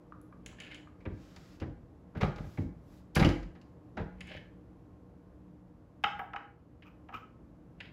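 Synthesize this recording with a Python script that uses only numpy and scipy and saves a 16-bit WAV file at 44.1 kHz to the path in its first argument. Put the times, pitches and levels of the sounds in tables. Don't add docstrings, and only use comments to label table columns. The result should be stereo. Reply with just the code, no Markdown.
import sys
import numpy as np
from scipy import signal
from scipy.fft import rfft, irfft, next_fast_len
from scipy.io import wavfile
from scipy.ndimage import uniform_filter1d

SR = 44100
rng = np.random.default_rng(int(sys.argv[2]) if len(sys.argv) > 2 else 0)


def undo_db(level):
    steps = np.asarray(level, float) / 20
    return 10 ** steps


def digitize_waveform(pressure):
    field = np.atleast_2d(pressure).T
    bounded = np.clip(field, -1, 1)
    quanta = np.round(bounded * 32767).astype(np.int16)
    wavfile.write(sys.argv[1], SR, quanta)


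N = 349272
TIME = np.arange(N) / SR

KNOCKS = [(1.053, -35.5, -68, 2440, 10.5), (1.059, -33, -87, 1660, 6), (1.362, -44, -52, 1300, 2),
          (1.600, -44.5, -54.5, 2800, 13), (2.23, -21.5, -52, 790, 8), (2.232, -22.5, -58, 1260, 15),
          (2.264, -43, -70, 807, 14), (2.36, -44, -55.5, 1080, -1), (2.382, -36, -62, 1310, 6),
          (2.441, -44, -77, 730, 10), (2.573, -37, -68, 2220, 12), (2.581, -38, -74, 770, 4),
          (3.162, -19.5, -36.5, 1650, 15.5), (3.156, -23, -36, 2370, 17), (3.209, -29.5, -58, 1250, 11.5),
          (3.224, -17.5, -45, 2200, 10), (3.197, -27, -35.5, 3900, 13.5), (3.256, -29, -40, 2930, 14),
          (3.302, -36.5, -59.5, 2300, 10.5), (3.232, -25, -53, 1250, 13.5), (3.246, -20, -37, 2930, 15.5),
          (3.289, -30, -42, 810, 10), (3.429, -43.5, -60, 840, 6), (3.614, -56.5, -62.5, 2780, 13),
          (3.974, -30, -65, 842, 12), (3.997, -41, -65, 1650, 10), (4.012, -39, -67, 1000, 6)]
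SLACK = [
    (1.003, -55, -76, 2270, 13),
    (1.614, -34, -66.5, 1650, 1.9),
    (2.15, -37, -71, 1500, 10),
    (2.169, -42, -65, 834, 10),
    (2.209, -24, -50, 835, 3.7),
    (3.149, -34, -40.5, 3070, 22),
    (3.194, -22.5, -44.5, 820, 9.2),
    (3.55, -51.5, -75, 1760, 7.8),
    (3.969, -32.5, -60.5, 1400, 12),
    (3.984, -36, -77, 1650, 10),
]
TICKS = [(0.461, -39.5, -45, 3050, 1.2), (0.585, -46, -81, 1805, 18), (0.605, -45.5, -55, 2170, 12),
         (0.635, -47, -65, 3000, 12), (0.648, -46, -66, 3000, 8), (0.719, -42, -70, 2190, 12),
         (0.756, -49, -65, 2200, 10), (0.6012, -37, -49, 2950, 7.2), (0.678, -48, -80, 1770, 20),
         (0.714, -39, -65, 2190, 8.2), (0.7449, -40.5, -51.5, 3100, 12), (4.2065, -38, -52.5, 3040, 2.6),
         (4.2095, -38.5, -60, 2020, 5.9), (4.273, -54, -64, 2040, 3.6), (4.296, -47, -65, 2500, 5),
         (4.315, -41, -71, 2880, 8), (4.335, -50, -68, 2000, 8), (4.372, -39.5, -71, 1810, 7.8),
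         (6.8224, -48.5, -82, 2450, 3.8), (6.83, -51.5, -84, 1610, 8.8), (7.8028, -35.5, -63, 2800, 5),
         (7.8065, -34, -73, 1880, 8.7)]
TAPS = [(6.193, -26.5, -62, 810, 3.1), (6.194, -28, -70, 740, 9.4), (6.215, -34, -80, 800, 5.3),
        (6.334, -31, -63, 1290, 7), (6.346, -34.5, -87, 790, 6), (6.361, -29.5, -57, 1290, 1.8),
        (6.363, -36.5, -67, 3040, 7.2), (7.087, -50, -74, 2990, 5.3), (7.091, -38.5, -76, 810, 14),
        (7.103, -45, -93, 805, 8), (7.125, -42, -77, 1150, 9), (7.17, -45.5, -68, 3100, 15),
        (7.139, -35.5, -65.5, 1180, 17), (7.148, -35, -67, 1300, 21), (7.178, -46, -84, 1270, 9.2),
        (7.144, -40, -63, 2700, 10)]
DROP = [
    (6.038, -18, -46.5, 2350, 9.9),
    (6.040, -18.5, -53, 803, 12),
    (6.041, -18, -48, 1283, 9),
    (6.039, -19.5, -45, 3040, 11),
]
NUDGES = [
    (0.1225, -37, -90, 1240, 14),
    (0.326, -41.5, -83, 1090, 15),
    (0.529, -48, -90, 1050, 10),
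    (0.873, -45.5, -87, 1290, 4),
    (6.852, -57.5, -90, 1240, 11),
    (6.871, -54, -88, 1280, 11),
]

# start_s, level_db, pitch_hz
THUDS = [(1.062, -31.5, 300), (1.072, -28, 130.3), (1.099, -44.5, 167), (1.12, -37, 92), (1.619, -27, 312),
         (1.628, -29.5, 137), (1.651, -33, 130), (1.68, -34.5, 91), (2.584, -24.5, 247),
         (2.158, -29.5, 264), (2.172, -28, 129.3), (2.227, -16.5, 150.3), (2.239, -23, 152.3),
         (2.253, -26, 123), (2.399, -28, 148), (2.469, -36.5, 72), (2.589, -23.5, 87.8),
         (2.623, -36.5, 180), (2.649, -30.5, 84.6), (3.165, -15.5, 326), (3.172, -22, 99),
         (3.193, -19.5, 319), (3.214, -12.5, 129), (3.235, -19, 97.6), (3.249, -16.5, 284),
         (3.263, -20.5, 160), (3.265, -17.5, 331), (3.184, -23, 180), (3.289, -27, 97), (3.957, -43, 300),
         (3.974, -31.5, 214), (3.998, -33.5, 463), (3.995, -28, 56), (4.011, -34, 140), (3.985, -35, 345)]
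TUGS = [
    (4.31, -41, 584),
    (4.35, -38, 595),
]
# start_s, level_db, pitch_hz
PINGS = [(0.215, -56, 10900), (0.463, -43, 6760), (2.179, -63, 11600), (3.154, -35, 14700),
         (3.155, -29, 10200), (3.1545, -44, 7700), (4.272, -54, 8500), (4.367, -56, 6330),
         (6.031, -57, 2780), (6.0375, -50.5, 15020), (6.1923, -53, 14800), (7.15, -63, 7900),
         (7.147, -59, 5600), (7.164, -61, 5700)]

# full_s (time of full strength), swell_s, hold_s, level_db
RIM = [
    (0.49, 0.023, 0.02, -58),
    (0.59, 0.013, 0.0089, -60),
    (0.606, 0.0047, 0.074, -55.5),
    (0.712, 0.016, 0.054, -55.5),
    (4.305, 0.061, 0.039, -48.5),
    (7.83, 0.022, 0.038, -58),
]
DRAG = [
    (6.372, 0.0026, 0.0078, -66),
    (6.87, 0.025, 0.012, -58),
    (7.138, 0.016, 0.012, -47.5),
    (7.168, .01, 0.01, -61),
]
RAM = [
    (1.224, 0.13, 0.33, -71.5),
    (2.382, .04, 0.25, -72.5),
    (2.928, .09, 0.064, -76),
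]
DIE = [
    (2.47, .12, 0.12, -81.5),
    (2.92, 0.11, 0.068, -82.5),
]
RATTLE = [
    (2.215, 0.013, 0.011, -36),
    (3.163, 0.0077, 0.0053, -30),
    (3.2, 0.018, 0.062, -36),
]

# pitch_hz, width_hz (wider dies sooner), level_db
BENCH = [(48.5, 5, 0), (66, 15, -3.5), (84, 11, -8), (99, 8.3, -2.5), (122, 32, -11.5), (140.2, 20, -1),
         (180, 15, -0.5), (226, 14, -3.5), (267, 10, -5.5), (306.4, 18, -8), (345, 8, -8.5), (451, 20, -10),
         (514, 30, -13.5), (600, 59, -9)]
FRAME = [(858, 22, 11), (1240, 67, -6), (1650, 42, 14.5), (2040, 60, -23), (2260, 31, -8),
         (2820, 160, -11.5), (3670, 6.7, -34.5)]
HOLDER = [(1510, 32, -16), (1804, 46, 3.5), (2000, 42, -10), (2182, 44, 8.5), (2510, 53, -3),
          (2700, 60, -11), (2990, 57, 6.5), (3270, 52, -23), (4100, 35, -11)]
BLOCK = [(721, 24, -6), (799, 16, -4), (840, 27, -8), (930, 31, -6), (1150, 31, -0.5), (1285, 54, 4),
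         (1420, 40, -3.5), (1660, 49, 2), (2020, 45, -2.5), (2255, 27, -3), (2260, 90, 0),
         (2500, 70, -11.5), (2732, 60, -10), (3084, 74, -3.5)]
BLOCK_DROPPED = [(812, 15.7, 6.5), (890, 20, -9.5), (1100, 25, -9.5), (1260, 28, 2.5), (1430, 45, -12),
                 (1650, 35, -5), (2036, 22, -2.5), (2294, 30, -2), (2370, 46, -5.5), (2654, 30, -9),
                 (2750, 50, -10.5), (3040, 35, 0.5), (3390, 60, -21)]
POCKET = [(1063, 19, -7), (1142, 14, -3), (1240, 74, 2), (1290, 41, -7), (1655, 77, 0), (2340, 90, -8)]

# pitch_hz, level_db (per hertz)
IRON_BODY = [(240, -43), (400, -3), (566, -5.5), (1050, -12), (1200, -12.5), (1800, -14), (2020, -13),
             (4000, -28), (5200, -56.5), (8800, -120)]
IRON_CRACK = [(2060, -19), (3500, -12.5), (4510, -3.5), (7560, -17.5), (9090, -33.5), (10400, -24.5),
              (13500, -40), (16000, -25.5)]
BRASS_BODY = [(710, -8), (1200, -16), (1770, 0.5), (1920, -7), (2130, 0), (2960, -1), (3450, -9),
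              (5200, -20), (7150, -60), (12100, -120)]
BRASS_CRACK = [(2060, -42), (3500, -2.5), (5600, -7), (6870, 3.5), (8800, -12.5), (10100, -4), (11600, -23),
               (13400, -53), (16000, -7.5)]
PLASTIC_BODY = [(560, -51), (680, -27), (811, -5.5), (966, -11), (1270, -8.5), (1800, -10), (3050, -14.5),
                (3400, -34), (5200, -52.5), (8800, -120)]
PLASTIC_CRACK = [(2060, -27.5), (3500, 2.5), (4080, -10), (5190, -9.5), (7650, -23), (8580, -42.5),
                 (13200, -33), (14500, -30.5), (16000, -37)]
DROPPED_BODY = [(350, -40.5), (720, -33), (805, -10.5), (966, -18), (1270, -12.5), (1800, -13), (3050, -14),
                (3400, -30)]
POCKET_BODY = [(500, -38), (900, -3), (1200, 4), (1700, -11), (2400, -11.5), (3200, -39), (6000, -70)]
DRAG_BODY = [(350, -10), (600, -20.5), (936, -10.5), (1040, -12), (1310, -3.5), (1700, -22), (2210, -24),
             (2410, -4.5), (4000, -45), (5200, -64), (8800, -120)]
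DRAG_HISS = [(2060, -33), (3500, -12), (5820, 2), (8310, -26), (9260, -47), (9440, -32), (14400, 3),
             (16000, -37)]
RIM_HISS = [(2060, -15), (3500, -6), (6910, -11), (8470, -36), (9050, -48), (10300, -26), (13000, -44)]
RAM_HISS = [(710, -32), (1200, -1.5), (3220, -6.5), (4960, -7.5), (7570, -13.5), (8910, -20), (10800, -22),
            (16000, -22.5)]
DIE_HISS = [(1500, -28.5), (4000, -3), (7000, 2), (11000, 0), (15000, 1), (16500, -10.5)]
AIR = [(15, -46), (25, -22), (36, -10), (59, -1), (176, -6), (205, -13), (266, -8), (296, -4.5), (383, -14),
       (472, -15), (794, -22), (1080, -25.5), (2130, -38.5), (3600, -46.5), (12500, -55.5), (16200, -96),
       (22000, -120)]

KNOCK_FEEL = (6.5, 0.84, 0.15)
SLACK_FEEL = (13.5, 0.76, 0.34)
TICK_FEEL = (3.33, 0.71, 0.044)
TAP_FEEL = (3.47, 1.1, 0.79)
DROP_FEEL = (3.07, 1.1, 0.7)
NUDGE_FEEL = (1.85, 0.1, 0.01)

# pitch_hz, level_db
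HUM = [(118.4, -67), (161.5, -69.5), (183.0, -61.5), (236.9, -68), (301.5, -65.5), (479.1, -72),
       (597.5, -77), (1066, -80), (1125, -93.5)]
# time_s, level_db
AIR_SWELL = [(0, 0.5), (2, 0), (4, 0.5), (6.1, -1.5), (6.55, -4), (7, -1), (7.92, -0.5)]
# pitch_hz, t60_s (time to fall 60 dB), level_db
ROOM = [(60.4, 0.6, -6.5), (240, 0.39, -3.5), (910, 0.38, -1), (2580, 0.4, -6.5), (5100, 0.32, -3),
        (7780, 0.43, -4.5), (14000, 0.2, -0.5)]
# pitch_hz, level_db
PORT_SUM = [(15, -26.5), (45, -0.5), (7500, -1.5), (8600, -4.5), (9050, -31), (9500, -3), (12300, 2.5),
            (13200, -34.5), (13900, -3), (15700, -3.5), (16200, -42.5)]
# pitch_hz, level_db
PORT_SIDE = [(15, -40), (50, -10), (200, -11.5), (400, -4.5), (700, -4.5), (1300, 0), (2400, -12.5),
             (4400, -18.5), (6800, -17), (8200, 0.5), (10000, 4), (11300, -22.5), (12500, 8), (14400, -5.5),
             (15000, -39.5)]

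IRON_RISE, BRASS_RISE, PLASTIC_RISE = 0.55, 0.8, 0.45


def unit(x):
    return x / np.sqrt(np.mean(x ** 2))


def colour(x, table):
    hz, db = np.transpose(table)
    size = next_fast_len(x.shape[-1])
    log_hz = np.log(np.arange(size // 2 + 1) * SR / size + 1)
    gain = undo_db(np.interp(log_hz, np.log(hz), db))
    return irfft(rfft(x, size) * gain, size)[..., :x.shape[-1]]


def noise_like(table):
    return unit(colour(rng.standard_normal(N), table))


def add(out, s, x):
    i = int(s * SR)
    out[i:i + len(x)] += x[:N - i]


def walk(rate):
    k = int(SR / rate)
    steps = np.repeat(rng.standard_normal(N // k + 1), k)
    return uniform_filter1d(uniform_filter1d(steps, k), k)[:N]


def ring(peaks, damping, scatter_db, near_hz, favour_db, tilt_db=0):
    hz, width, db = np.transpose(peaks)[:, :, None]
    detune, phase, share = rng.standard_normal((3, len(peaks), 1))
    t = TIME[:SR // 4]
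    modes = np.sin(2 * np.pi * hz * (1 + 0.0043 * detune) * t + 2 * phase)
    modes = modes * np.exp(-np.pi * damping * width * t)
    favour = favour_db * np.exp(-(np.log(hz / near_hz) / 0.13) ** 2)
    db = db + scatter_db * share + favour + tilt_db * np.log2(hz / near_hz)
    y = np.sum(width * undo_db(db) * modes, axis=0)
    y = y * (1 - np.exp(-t * near_hz / 0.88))
    return y / np.abs(y).max()


def burst(table, fall_s, rise, tilt_db=0, struck=((1, 0),)):
    t = TIME[:SR // 4] / fall_s
    shape = (1 - np.exp(-t / rise)) * np.exp(-t)
    noise = rng.standard_normal(len(t))
    for _ in range(2):
        stirred = uniform_filter1d(np.abs(rfft(noise * shape)) ** 2, size=30)
        noise = irfft(rfft(noise) / np.sqrt(stirred + stirred.mean() / 20), len(t))
    tilted = [(hz, db + tilt_db * np.log2(hz / 1000)) for hz, db in table]
    sound = unit(colour(colour(noise, tilted), struck) * shape)
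    return sound * np.sqrt(np.mean(shape ** 2)) / shape.max()


def hits(events, feel, peaks, body, crack, damping, rise, ring_db, body_db, crack_db):
    out = np.zeros(N)
    chatter_ms, base_tilt_db, tilt_change_db = feel
    fall_s = chatter_ms / 1000
    swell = 1 - np.exp(-TIME[:SR // 4] / (rise * fall_s))
    for s, db, top_db, hz, lead_db in events:
        tilt_db = base_tilt_db + tilt_change_db * (top_db - db + 26)
        clear = ring(peaks, damping, 0.84, hz, 0.88 * lead_db, tilt_db) * swell
        struck = [(hz / 1.22, 0), (hz, lead_db), (hz * 1.22, 0)]
        dense = burst(body, fall_s, rise, tilt_db, struck)
        bright = burst(crack, 0.51 * fall_s, rise)
        add(out, s, undo_db(db + ring_db) * clear + undo_db(db + body_db) * dense + undo_db(top_db + crack_db) * bright)
    return out


def stroke(moves, fade_db_s):
    gain = 0
    for s, swell_s, hold_s, db in moves:
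        before_db = 13 * np.clip(s - TIME, 0, None) / swell_s
        after_db = fade_db_s * np.clip(TIME - s - hold_s, 0, None)
        gain = gain + undo_db(db - before_db - after_db)
    return uniform_filter1d(gain, size=300)


def scrape(gain, peaks, body, crack, rate, spread_db, ring_db, crack_db):
    jerk_db = spread_db * np.minimum(rng.exponential(size=N), 2)
    slips = (rng.random(N) < rate / SR) * undo_db(jerk_db)
    shake = unit(signal.lfilter([1], [1, -np.exp(-1 / (0.0037 * SR))], slips)) * gain
    noise = noise_like(body) + undo_db(crack_db) * noise_like(crack)
    modes = ring(peaks, 0.6, 1.5, 2000, 0)
    modes = modes / np.sqrt(np.sum(modes ** 2))
    notes = signal.fftconvolve(shake * rng.standard_normal(N), modes)[:N]
    return shake * noise + undo_db(ring_db) * notes


def fan():
    air = unit(colour(rng.standard_normal((2, N)), AIR)) * undo_db(-55 + 0.39 * walk(6.6))
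    width_hz = 3.5
    f = np.arange(N // 2 + 1) * SR / N
    lines = sum(undo_db(db - 0.5) / (1 + ((f - hz) / width_hz) ** 2) for hz, db in HUM)
    hum = irfft(rfft(rng.standard_normal((2, N))) * lines, N) * np.sqrt(SR / (np.pi * width_hz))
    return (air + hum) * undo_db(np.interp(TIME, *np.transpose(AIR_SWELL)))


def room(x):
    t, tails = TIME[:SR * 2 // 3], 0
    log_hz = np.log(np.arange(len(t) // 2 + 1) * SR / len(t) + 1)
    for (hz, t60, db), one in zip(ROOM, np.eye(len(ROOM))):
        band = np.sqrt(np.interp(log_hz, np.log(np.array(ROOM)[:, 0]), one))
        noise = irfft(rfft(rng.standard_normal((2, len(t)))) * band, len(t))
        tails = tails + noise * undo_db(db - 60 * t / t60) / np.sqrt(t60 * SR)
    lines = rfft(tails)
    power = np.abs(lines) ** 2
    even = np.sqrt(uniform_filter1d(power, size=150) / uniform_filter1d(power, size=16))
    tails = irfft(lines * even, len(t)) * np.clip((0.5 - t) / 0.2, 0, 1)
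    tails = tails * (1 - np.exp(-t / 0.0031)) * undo_db(11.5)
    wet = signal.fftconvolve(x[None], tails, axes=1)[:, :N]
    return wet + x * np.array([[1], [0.7]])


def pings():
    out = np.zeros(N)
    for s, db, hz in PINGS:
        narrow = [(0.36 * hz, -30), (hz, 0), (1.4 * hz, -25)]
        add(out, s, undo_db(db) * burst(narrow, 0.00064, 0.05))
    return out


def plastic_block():
    taps = hits(TAPS, TAP_FEEL, BLOCK, PLASTIC_BODY, PLASTIC_CRACK, damping=0.83, rise=PLASTIC_RISE,
                ring_db=-4, body_db=-5.5, crack_db=3)
    drop_body = DROPPED_BODY + PLASTIC_BODY[-2:]
    drop = hits(DROP, DROP_FEEL, BLOCK_DROPPED, drop_body, PLASTIC_CRACK, damping=1.22, rise=BRASS_RISE,
                ring_db=-7.5, body_db=-5, crack_db=4.9)
    drag = scrape(stroke(DRAG, fade_db_s=513.5), BLOCK, DRAG_BODY, DRAG_HISS, rate=800, spread_db=8.9,
                  ring_db=-18, crack_db=-24)
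    nudges = hits(NUDGES, NUDGE_FEEL, POCKET, POCKET_BODY, PLASTIC_CRACK, damping=0.85, rise=PLASTIC_RISE,
                  ring_db=-7.5, body_db=-7.5, crack_db=0.1)
    return taps + drop + drag + nudges


def brass_in_holder():
    ticks = hits(TICKS, TICK_FEEL, HOLDER, BRASS_BODY, BRASS_CRACK, damping=0.66, rise=BRASS_RISE,
                 ring_db=-5.5, body_db=-6.5, crack_db=0.29)
    rim = scrape(stroke(RIM, fade_db_s=299), HOLDER, BRASS_BODY, RIM_HISS, rate=900, spread_db=2,
                 ring_db=-14, crack_db=-31)
    return ticks + rim


def ram():
    bore = stroke(RAM, fade_db_s=350) * noise_like(RAM_HISS)
    die = stroke(DIE, fade_db_s=600) * noise_like(DIE_HISS)
    return undo_db(4 + 0.33 * walk(25)) * (bore + die)


def bench():
    out = np.zeros(N)
    passed_on = [(tap[0], tap[1] - 18.5, 430) for tap in TAPS + DROP[1:2]]
    for s, db, hz in THUDS + TUGS + passed_on:
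        push = np.hanning(3 + int(0.13 * SR / hz))
        boom = ring(BENCH, damping=2.37, scatter_db=0.71, near_hz=hz, favour_db=12.5)
        add(out, s, undo_db(db) * signal.fftconvolve(boom, push / push.sum()))
    return out


def linkage():
    iron = dict(peaks=FRAME, body=IRON_BODY, crack=IRON_CRACK, damping=1.7, rise=IRON_RISE,
                ring_db=-10, body_db=-9, crack_db=-1.3)
    rattle = scrape(stroke(RATTLE, fade_db_s=262.5), FRAME, IRON_BODY, IRON_CRACK, rate=400, spread_db=5.1,
                    ring_db=-20, crack_db=-17.5)
    return hits(KNOCKS, KNOCK_FEEL, **iron) + hits(SLACK, SLACK_FEEL, **iron) + undo_db(-5) * rattle


def scene():
    press = linkage() + bench() + ram()
    cases = brass_in_holder() + plastic_block() + pings()
    return room(press + cases) + fan()


def roll_off(x):
    return signal.sosfilt(signal.butter(12, 16710, fs=SR, output="sos"), x)


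def record(dry):
    mid, side = colour(dry[0], PORT_SUM), colour(dry[1], PORT_SIDE)
    side = signal.hilbert(side, next_fast_len(N)).imag[:N]
    side = side + 0.04 * mid
    return roll_off(np.array([mid + side, mid - side]))


dry = scene()
out = record(dry)
digitize_waveform(out)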